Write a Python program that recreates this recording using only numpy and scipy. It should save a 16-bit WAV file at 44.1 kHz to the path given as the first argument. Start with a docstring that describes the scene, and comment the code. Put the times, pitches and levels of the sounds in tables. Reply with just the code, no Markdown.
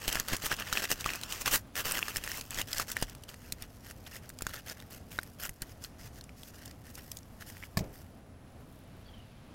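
"""Aluminium foil crinkles close by as two hands press it around food, then set it on a table with a knock.
The loose sheet crumples in dense swarms of tiny buckles, larger facets snap and ring, palms pat the
bundle, and the tightened wrap only rustles. Behind it lies a garden: a low rumble, a light breeze
and, near the end, one far bird."""
import sys
import numpy as np
from scipy import signal
from scipy.fft import rfft, irfft, next_fast_len
from scipy.io import wavfile

SR = 44100
rng = np.random.default_rng(int(sys.argv[2]) if len(sys.argv) > 2 else 0)


def file_out(sig):
    """Save sig as 16-bit WAV at sys.argv[1]."""
    # one column per channel
    cols = np.atleast_2d(sig).T
    # limit, then scale
    lim = np.clip(cols, -1, 1)
    pcm = np.round(lim * 32767).astype(np.int16)
    wavfile.write(sys.argv[1], SR, pcm)


N = 420713
TIME = np.arange(N) / SR


def crinkle(body_gain, treble_gain, tighten_start_s=2.2, tighten_length_s=1, split_hz=4500):
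    """Harder squeezes buckle more creases a second; the wrap loses its low body as it tightens."""
    # Hand contact. Each row: time in seconds, share of sliding 0-1, top-octave sheen in dB.
    touch = [(0, 0.32, -1.5), (.9, 0.08, -1.5), (1.4, 0.65, -3), (1.55, 0.67, 2), (2.0, 0.25, .5),
             (3.0, 0, -2.5), (3.6, 0.27, -0.5), (4.7, 0.07, -0.5), (5.45, 0.01, 2), (5.95, 0.38, -2),
             (6.35, 0.8, -2), (6.7, 0.04, -1), (7.05, 0.35, 1.5), (7.55, 0.65, 1), (8.1, 0, 2),
             (8.75, .02, 4)]
    # Spectra of loose sheet and tight wrap. Each row: frequency in Hz, gain in dB.
    loose_spectrum = [(170, -1.5), (500, -1), (800, -2.5), (1200, 1.5), (1750, 4), (2250, -2.5),
                      (2750, 2.5), (3800, -8), (5500, -3), (7500, -3), (10000, -7), (13000, -2.5),
                      (16000, -4.5)]
    tight_spectrum = [(200, -9), (600, 2), (1050, -3.5), (1500, 6), (1900, 6), (2300, -2), (2900, 1.5),
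                      (3800, -8), (5200, -2.5), (7500, -6), (9500, -7), (13000, -2.5), (16000, -9)]
    slide, sheen_db = curves(touch)
    slide = np.clip(slide, 0, 1)
    rate_per_s = 350 + 800 * np.sqrt(np.hypot(body_gain, treble_gain) / undb(-45))
    swarm = buckles(rate_per_s, spread_db=4.5, t60_s=0.013)
    swarm += undb(-7.5) * facets(low_hz=1753, high_hz=15100, cycles=41, spread_db=2.5, count=3600)
    lone_creases = buckles(130, spread_db=2.5, t60_s=0.0033)
    swarm = unit(swarm + undb(-3) * lone_creases)
    # sliding skin trips so many creases that they merge
    slide_hiss = buckles(13000, spread_db=-1.5, t60_s=0.0093)
    swarm = np.sqrt(1 - slide) * swarm + np.sqrt(slide) * slide_hiss
    swarm *= undb(wander(54))  # the foil gives way in fits
    swarm = cupped_palms(swarm, echo=0.18, lag_s=0.0005015, sway=0.3)
    tightness = np.clip((TIME - tighten_start_s) / tighten_length_s, 0, 1)
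    foil = (1 - tightness) * colour(swarm, loose_spectrum) + tightness * colour(swarm, tight_spectrum)
    foil += (undb(sheen_db) - 1) * colour(foil, [(4000, -43), (7500, -6), (11000, 3.5)])
    body = unit(band(foil, split_hz, "lowpass", order=4))
    treble = unit(band(foil, split_hz, "highpass", order=4))
    return body_gain * body + treble_gain * treble


def buckles(rate_per_s, spread_db, t60_s):
    """A swarm of tiny buckles of random size, each a sudden noise burst that dies at once."""
    hits = rng.random(N) < rate_per_s / SR
    size = undb(spread_db * np.minimum(rng.exponential(size=N), 4))
    power = signal.lfilter([1], [1, -fade(2 / SR, t60_s)], hits * size ** 2 / rate_per_s + 1e-18)
    return unit(np.sqrt(power) * rng.standard_normal(N))


def facets(low_hz, high_hz, cycles, spread_db, count):
    """Small facets flip and ring briefly, each at its own pitch."""
    out, t = np.zeros(N), TIME[:512]
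    for when, pitch, size in rng.random((count, 3)):
        hz = low_hz * (high_hz / low_hz) ** pitch
        gain = undb(-spread_db * np.log(size + 0.013)) * np.sqrt(hz)
        add(out, when * TIME[-1], gain * ring(t, hz, cycles / hz))
    return unit(out)


def pressure(attack_db_per_s=1200, release_db_per_s=707):
    """Body and treble gains of the crinkle: each squeeze takes hold, swells or eases, and lets go."""
    # Light hold between squeezes. Each row: time in seconds, level in dB, treble minus body in dB.
    grip = [(0, -52, 2), (1.4, -48.5, -3), (1.65, -72, 2), (1.76, -72, -8), (2.3, -44.5, -3), (2.5, -58, 6),
            (3.2, -64.5, 11), (8.0, -67.5, 7), (8.35, -79, -8), (8.75, -72.5, 14), (9.5, -82, 8)]
    # Finger squeezes. Each row: start and length in seconds, midpoint level in dB,
    # swell from start to end in dB, treble minus body in dB.
    squeezes = [(0.017, 0.042, -43.5, 5, -2), (0.084, 0.041, -40.5, -19, 2), (0.114, 0.088, -37.5, -1, -2),
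                (0.281, 0.062, -36, 11, -3.5), (0.423, 0.044, -35, 7.5, 3), (0.5, 0.026, -33.5, 10, -5.5),
                (0.586, 0.038, -38, 3, -8.5), (0.663, 0.027, -43, 8, -4), (0.723, 0.076, -37.5, 7, -1.5),
                (0.816, 0.028, -38, 15.5, -1.5), (0.895, 0.027, -33, 6.5, 3), (0.994, 0.0093, -42, 13, 2),
                (1.059, 0.124, -41.5, -9.5, -2), (1.235, 0.032, -49, -11, 6),
                (1.297, 0.078, -41, -2.5, 3.5), (1.387, 0.029, -44, 18, 8), (1.461, 0.023, -31.5, 3, -2.5),
                (1.517, 0.038, -27.5, 5.5, 1), (1.766, 0.043, -34, -0.5, -2.5),
                (1.855, 0.071, -34.5, -1.5, -2.5), (1.947, 0.043, -35.5, -5, -3.5),
                (2.01, 0.1, -43, 5, -1.5), (2.143, 0.027, -42.5, 12, 2), (2.24, 0.15, -43.5, 5.5, 3),
                (2.508, 0.096, -39.5, 14.5, 0), (2.678, 0.14, -40.5, 13.5, 3.5),
                (2.882, 0.042, -40, 2.5, 6), (2.954, 0.073, -43.5, 17, 1.5), (3.082, 0.035, -53, -2, 1),
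                (3.289, 0.058, -53, -10.5, 1.5), (3.39, 0.143, -58.5, 4, 4),
                (3.572, 0.059, -55.5, 19.5, -3), (3.719, 0.049, -63.5, 0, 10), (3.837, 0.068, -53.0, 7, 3),
                (4.051, 0.022, -52.5, 14, 1), (4.114, 0.051, -48.0, 12, 3), (4.24, 0.042, -59.5, -12, -1),
                (4.394, 0.12, -54, 13, 1), (4.538, 0.058, -45, -10, 0), (4.665, 0.049, -45.5, 4.5, 0.5),
                (4.748, 0.079, -57, -2, -1), (4.904, 0.075, -51, 3.5, 4.5), (5.114, 0.17, -56.5, -6, 3),
                (5.393, 0.062, -44, 17, 3), (5.627, 0.013, -49, -20, -2), (5.672, 0.046, -57.5, 8, 3),
                (5.82, 0.034, -48.5, 3.5, 7), (5.994, 0.08, -52, 4.5, 6), (6.137, 0.05, -57, 4, 6),
                (6.368, 0.13, -56, 6, 9), (6.541, 0.18, -56.5, -2.5, 3), (6.85, 0.055, -57, 3, 4),
                (6.94, 0.011, -53, 11, 17), (6.978, 0.017, -51, -2, -1), (7.022, 0.15, -59.5, 0, 8),
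                (7.409, 0.021, -51.5, -3, -1), (7.468, 0.033, -50.5, 3.5, 5), (7.52, 0.14, -57.5, 2, 2),
                (7.62, 0.017, -57, 4, -15), (7.941, 0.077, -57.5, -4, 6)]
    layers = [curves(grip)]
    for start_s, length_s, db, swell_db, treble_db in squeezes:
        t = TIME - start_s
        edges_db = attack_db_per_s * np.maximum(-t, 0) + release_db_per_s * np.maximum(t - length_s, 0)
        ramp_db = swell_db * (np.clip(t / length_s, 0, 1) - .5)
        layers.append((db + ramp_db - edges_db, treble_db))
    total_power, treble_power = np.zeros(N), np.zeros(N)
    for db, treble_db in layers:
        active = db > -100
        power = undb(db[active]) ** 2
        total_power[active] += power
        treble_power[active] += power / (1 + undb(-treble_db) ** 2)
    return np.sqrt(total_power - treble_power), np.sqrt(treble_power)


def snaps():
    """A big facet pops through: a short ring, a hard-edged crack and a shiver of the sheet around it."""
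    # Each row: start in seconds, ring pitch in Hz, relative ring and crack levels in dB,
    # crack centre in Hz.
    pops = [(0.0792, 2940, -31.5, -26.5, 5300), (0.0898, 3100, -33, -43, 4850),
            (0.1268, 3130, -32, -28, 6600), (0.155, 2060, -36, -28.5, 3100), (0.171, 1680, -33, -48, 2800),
            (0.199, 6470, -28, -29, 6300), (0.2838, 1370, -43, -30.5, 5700), (0.3314, 1850, -36, -32, 4300),
            (0.366, 6300, -45, -32, 5600), (0.459, 3060, -38, -32, 6200), (0.5165, 1590, -28.5, -37, 3700),
            (0.5659, 6070, -55, -42, 7300), (0.5987, 2480, -42, -35, 7900),
            (0.7271, 1420, -30, -26.5, 4260), (0.7337, 5430, -32, -36, 4100),
            (0.773, 2580, -25.5, -35, 2800), (0.8456, 2660, -35, -42, 4600), (0.8532, 2000, -38, -38, 3500),
            (0.915, 1960, -34, -26, 5900), (1.0086, 3700, -43, -37, 5600), (1.0435, 2520, -37, -42, 4900),
            (1.0605, 1180, -27, -31, 2300), (1.0908, 2520, -31, -53, 3100), (1.103, 1920, -37, -39, 3900),
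            (1.1348, 2530, -39, -38, 4100), (1.1565, 7840, -59, -37.5, 7100),
            (1.2133, 4120, -46, -43, 6500), (1.2345, 3900, -35, -37.5, 5700),
            (1.324, 2960, -35.5, -36, 6000), (1.459, 1640, -36, -28.5, 5070),
            (1.4776, 1150, -31, -28, 3700), (1.5578, 4070, -36, -26, 7600),
            (1.7547, 1730, -41, -36.5, 5000), (1.9206, 8970, -27.5, -29.5, 6800),
            (2.0277, 2670, -27, -43, 2400), (2.0822, 1660, -37, -39, 4300), (2.16, 1810, -35, -35, 5260),
            (2.1685, 7700, -37, -30, 6670), (2.2388, 2690, -42, -37.5, 5400), (2.276, 1810, -36, -41, 4000),
            (2.3164, 1840, -40, -35.5, 6400), (2.373, 6140, -50, -40, 9300), (2.411, 4730, -39, -37, 4200),
            (2.5069, 7900, -37, -38, 7100), (2.545, 6680, -42, -38, 6200), (2.6149, 2920, -32.5, -33, 6070),
            (2.6862, 3040, -55, -51, 4400), (2.7308, 4900, -30.5, -31.5, 7100),
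            (2.7822, 7370, -30.5, -30.5, 6700), (2.798, 1290, -31.5, -31, 5000),
            (2.9165, 6700, -48, -31, 6600), (2.9674, 1820, -29.5, -33, 3400),
            (3.0255, 8900, -32.5, -29.5, 2900), (3.097, 5160, -48, -45, 5000), (3.15, 2500, -55, -47, 3900),
            (3.2362, 3080, -52, -46, 5100), (3.2906, 3340, -49, -46, 5300), (3.342, 1940, -50.5, -48, 3850),
            (3.5224, 8140, -47, -31, 6450), (3.526, 7700, -42, -47, 8900), (3.6226, 4530, -48, -38, 7200),
            (3.91, 1850, -45, -42, 4580), (4.065, 3380, -49, -58, 3700), (4.292, 7360, -62, -42.5, 10300),
            (4.301, 1530, -54.5, -46, 4800), (4.388, 4830, -49, -44, 3900), (4.409, 1380, -45, -49, 5500),
            (4.4215, 7200, -43, -32.5, 5400), (4.467, 1510, -33, -32.5, 3140),
            (4.493, 1380, -48, -46, 5400), (4.698, 5200, -41, -42, 4600), (4.801, 3640, -52, -49.5, 4200),
            (5.117, 2720, -53, -48, 5100), (5.1881, 1506, -28.5, -37, 1800),
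            (5.2311, 1900, -50, -41.5, 10500), (5.4929, 1970, -44.5, -36.5, 8900),
            (5.6198, 4180, -48, -34, 7700), (5.8396, 5400, -45, -42, 7000), (5.8472, 4180, -39, -50, 4300),
            (6.2108, 4290, -47.5, -49, 3880), (6.24, 7360, -49, -52, 5700), (6.293, 2410, -51, -58, 3000),
            (6.433, 3380, -52, -48.5, 4100), (6.6577, 8510, -53, -43, 6800), (6.6785, 5210, -50, -52, 3900),
            (6.711, 4500, -58, -52, 5800), (6.9534, 5230, -53, -42, 9500), (7.1164, 6900, -60, -35.5, 5970),
            (7.1702, 6600, -45, -40.5, 7900), (7.1877, 5960, -59, -49, 7100), (7.231, 5530, -56, -62, 4400),
            (7.4234, 1680, -48.5, -55, 3600), (7.5, 2000, -53, -52, 4000), (7.569, 1890, -49.5, -56, 3000),
            (7.6267, 2030, -46, -68, 2800), (7.6367, 2260, -42.5, -64, 2700),
            (8.725, 9000, -70, -62, 11000)]
    rings, cracks, t = np.zeros(N), np.zeros(N), TIME[:2048]
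    bins_hz = np.fft.rfftfreq(len(t), 1 / SR) + 1
    edge = undb(2) * fade(t, 0.0014)
    shiver = undb(-21) * fade(t, 0.057)
    attack = 1 - np.exp(-t / 0.00015)
    burst = attack * (edge + fade(t, 0.012) + shiver)
    for start_s, hz, ring_db, crack_db, centre_hz in pops:
        t60_s = 0.012 * np.sqrt(2000 / hz)  # smaller, higher facets die sooner
        # an uneven facet has weaker modes either side of its main one
        lower = ring(t, hz * rng.uniform(0.73, 0.97), t60_s)
        upper = ring(t, hz * rng.uniform(1.176, 1.45), t60_s)
        add(rings, start_s, undb(ring_db + 10) * (ring(t, hz, t60_s) + 0.34 * (lower - upper)))
        spectrum = np.exp(-(np.log(bins_hz / centre_hz) / 1.41) ** 2)
        grit = unit(irfft(rfft(rng.standard_normal(len(t))) * spectrum))
        add(cracks, start_s, undb(crack_db + 6.5) * burst * grit)
    return rings + cupped_palms(cracks, echo=0.61, lag_s=0.000584, sway=0.2506)


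def cupped_palms(x, echo, lag_s, sway):
    """Each palm throws the sound back a moment later; as the hands shift, so does the colour."""
    out = x
    for palm_lag_s in (lag_s, 1.692 * lag_s):
        delay_s = palm_lag_s * np.exp(sway * wander(2.44))
        out = out - echo * np.interp(TIME - delay_s, TIME, x)
    return out / np.sqrt(1 + 2 * echo ** 2)


def pats():
    """Palm and fingers knock dully on the soft bundle."""
    # Each row: start in seconds, relative level in dB, contact time in seconds.
    hits = [(.080, -30, 0.0011), (.155, -35, .0008), (0.199, -34, .004), (.323, -30, 0.0021),
            (0.334, -27, 0.0012), (.346, -34, 0.00072), (0.439, -37, 0.00069), (0.53, -36, 0.00086),
            (.727, -33.5, 0.002), (.916, -33, 0.0006), (1.0606, -39, 0.00031), (1.468, -39, 0.0009),
            (1.556, -51, .001), (1.859, -37, 0.0035), (1.923, -39, 0.0043), (2.167, -32, 0.0058),
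            (3.025, -26.5, 0.0006), (3.524, -40, 0.003), (3.621, -42, 0.0044), (4.421, -34.5, 0.00095),
            (4.467, -36.5, 0.00077), (5.188, -44, 0.00027), (5.492, -36.5, 0.0065), (5.620, -33.5, 0.0036),
            (6.977, -46.5, 0.00039)]
    # Each row: frequency in Hz, gain in dB, t60 in seconds.
    bundle_modes = [(37, -5.5, 0.16), (89, -11, 0.034), (166, -1.5, 0.023), (330, 2, 0.0093),
                    (590, -10, 0.012), (760, 11.5, 0.0035)]
    out = np.zeros(N)
    for start_s, db, contact_s in hits:
        add(out, start_s, undb(db) * knock(bundle_modes, contact_s))
    return out


def landing():
    """The bundle lands and rocks: the foil crunches, the table and the things on it shudder."""
    # Each row: start in seconds, relative knock level in dB, contact time in seconds,
    # relative crunch level in dB.
    impacts = [(7.7717, -25, 0.00056, -22.5), (7.7902, -39, 0.0023, -31.5), (7.807, -32, 0.0015, -44),
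               (7.84, -52, .0015, -50)]
    # Each row: frequency in Hz, gain in dB, t60 in seconds.
    tabletop_modes = [(56.5, -19, 0.23), (112, -18, 0.2), (146, -11.5, 0.14), (181.5, 6, 0.054),
                      (453, -29, 0.13), (650, 1.5, 0.023), (910, -20, 0.027), (1114, -10, 0.05),
                      (1740, 3.5, 0.03)]
    knocks, shudder, crunch, t = np.zeros(N), np.zeros(N), np.zeros(N), TIME[:SR // 2]
    for start_s, db, contact_s, crunch_db in impacts:
        add(knocks, start_s, undb(db) * knock(tabletop_modes, contact_s))
        add(crunch, start_s, undb(crunch_db) * fade(t, 0.043) * rng.standard_normal(len(t)))
        add(shudder, start_s, undb(db) * fade(t, 0.51) * rng.standard_normal(len(t)))
    crunch = colour(crunch, [(300, -15), (900, 7), (1400, -10), (2200, 1.5), (3200, -7), (4900, 3),
                             (7000, 0.5), (10000, -10), (16000, -3)])
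    shudder = colour(shudder, [(60, 6), (280, 1.5), (500, -0.5), (750, -7.5), (1200, -18),
                               (2500, -23), (8000, -56)])
    return knocks + shudder + crunch


def knock(modes, contact_s):
    """A struck body rings; a longer contact gives a duller knock."""
    push = np.hanning(int(contact_s * SR) + 3)
    response = sum(undb(db) * ring(TIME[:SR // 2], hz, t60_s) for hz, db, t60_s in modes)
    return signal.fftconvolve(response, push / push.sum())


def fanned_air(effort):
    """The moving sheet fans a little air at the microphone."""
    spectrum = [(10, -2), (30, 13), (70, -9), (200, -10.5), (500, -20), (2000, -70)]
    return undb(-15) * effort * unit(colour(rng.standard_normal(N), spectrum))


def garden():
    """Wavering low rumble, a thin high hiss and leaves in a breeze."""
    # Each row: frequency in Hz, gain in dB.
    rumble_spectrum = [(25, -7.5), (45, -0.5), (65, 0.5), (95, 3.5), (150, -4), (195, -6), (245, -3.5),
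                       (350, -13.5), (680, -14), (950, -20.5), (1200, -21.5), (2000, -28), (4000, -34.5),
                       (16000, -45)]
    # Each row: time in seconds, level of the leaves in dB.
    breeze = [(0, -68.5), (8.4, -80), (8.8, -69), (9.15, -65.5), (9.54, -67.5)]
    rumble_db = -51.5 + 0.88 * wander(5.3)
    rumble = undb(rumble_db) * unit(colour(rng.standard_normal(N), rumble_spectrum))
    hiss = undb(-78.5) * unit(band(rng.standard_normal(N), [9800, 10600], "bandpass", order=3))
    leaves = undb(curves(breeze)[0]) * unit(band(rng.standard_normal(N), [1000, 3900], "bandpass"))
    return rumble + hiss + leaves


def bird(start_s=9.05, note_hz=4560, note_s=.055, trill_hz=3430, fall_hz_per_s=3200, pulse_hz=34.3):
    """A far bird: a high note and a falling trill; random flutter gives the blur of echoes."""
    attack_s, fade_start_s, t60_s = .035, .125, .55
    t = np.maximum(TIME - start_s, 0)
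    note = undb(-63) * np.sin(np.pi * np.minimum(t / note_s, 1)) * np.sin(2 * np.pi * note_hz * t)
    envelope = np.minimum(t / attack_s, 1) * fade(np.maximum(t - fade_start_s, 0), t60_s)
    pulses = 1 + .6 * np.sin(2 * np.pi * pulse_hz * t)
    phase = 2 * np.pi * np.cumsum(trill_hz - fall_hz_per_s * t) / SR
    trill = undb(-61.5) * envelope * pulses * np.sin(phase)
    return (note + trill) * wander(110)


def undb(db):
    """Decibels to gain."""
    return 10 ** (np.asarray(db) / 20)


def unit(x):
    """Scale to rms 1."""
    return x / np.sqrt(np.mean(x ** 2))


def curves(table):
    """Interpolate each column over the times in the first."""
    times_s, *columns = np.transpose(table)
    return [np.interp(TIME, times_s, column) for column in columns]


def band(x, hz, kind, order=2):
    """Butterworth filter."""
    return signal.sosfilt(signal.butter(order, hz, kind, fs=SR, output="sos"), x)


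def colour(x, points):
    """Shape a spectrum by (Hz, dB) points."""
    hz, db = np.transpose(points)
    size = next_fast_len(N)
    bins_hz = np.maximum(np.fft.rfftfreq(size, 1 / SR), 1)
    gain = undb(np.interp(np.log(bins_hz), np.log(hz), db))
    return irfft(rfft(x, size) * gain, size)[:N]


def fade(t, t60_s):
    """Exponential decay, 60 dB in t60_s."""
    return np.exp(-np.log(1000) * t / t60_s)


def ring(t, hz, t60_s):
    """One damped mode."""
    return np.sin(2 * np.pi * hz * t) * fade(t, t60_s)


def wander(rate_hz):
    """Random drift, rms 1."""
    return unit(band(rng.standard_normal(N), rate_hz, "lowpass"))


def add(out, start_s, sound):
    """Mix a sound in at start_s."""
    i = int(start_s * SR)
    out[i:i + len(sound)] += sound[:len(out[i:i + len(sound)])]


def scene():
    """Foil and hands in the open air, mono."""
    body_gain, treble_gain = pressure()
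    foil = crinkle(body_gain, treble_gain) + snaps()
    handling = pats() + landing() + fanned_air(np.hypot(body_gain, treble_gain))
    return (foil + handling + garden() + bird())[None]


def record(dry):
    """A steep low-pass cuts the top."""
    cutoff_hz = 15900
    return signal.sosfilt(signal.ellip(10, .2, 70, cutoff_hz, fs=SR, output="sos"), dry)


dry = scene()
out = record(dry)
file_out(out)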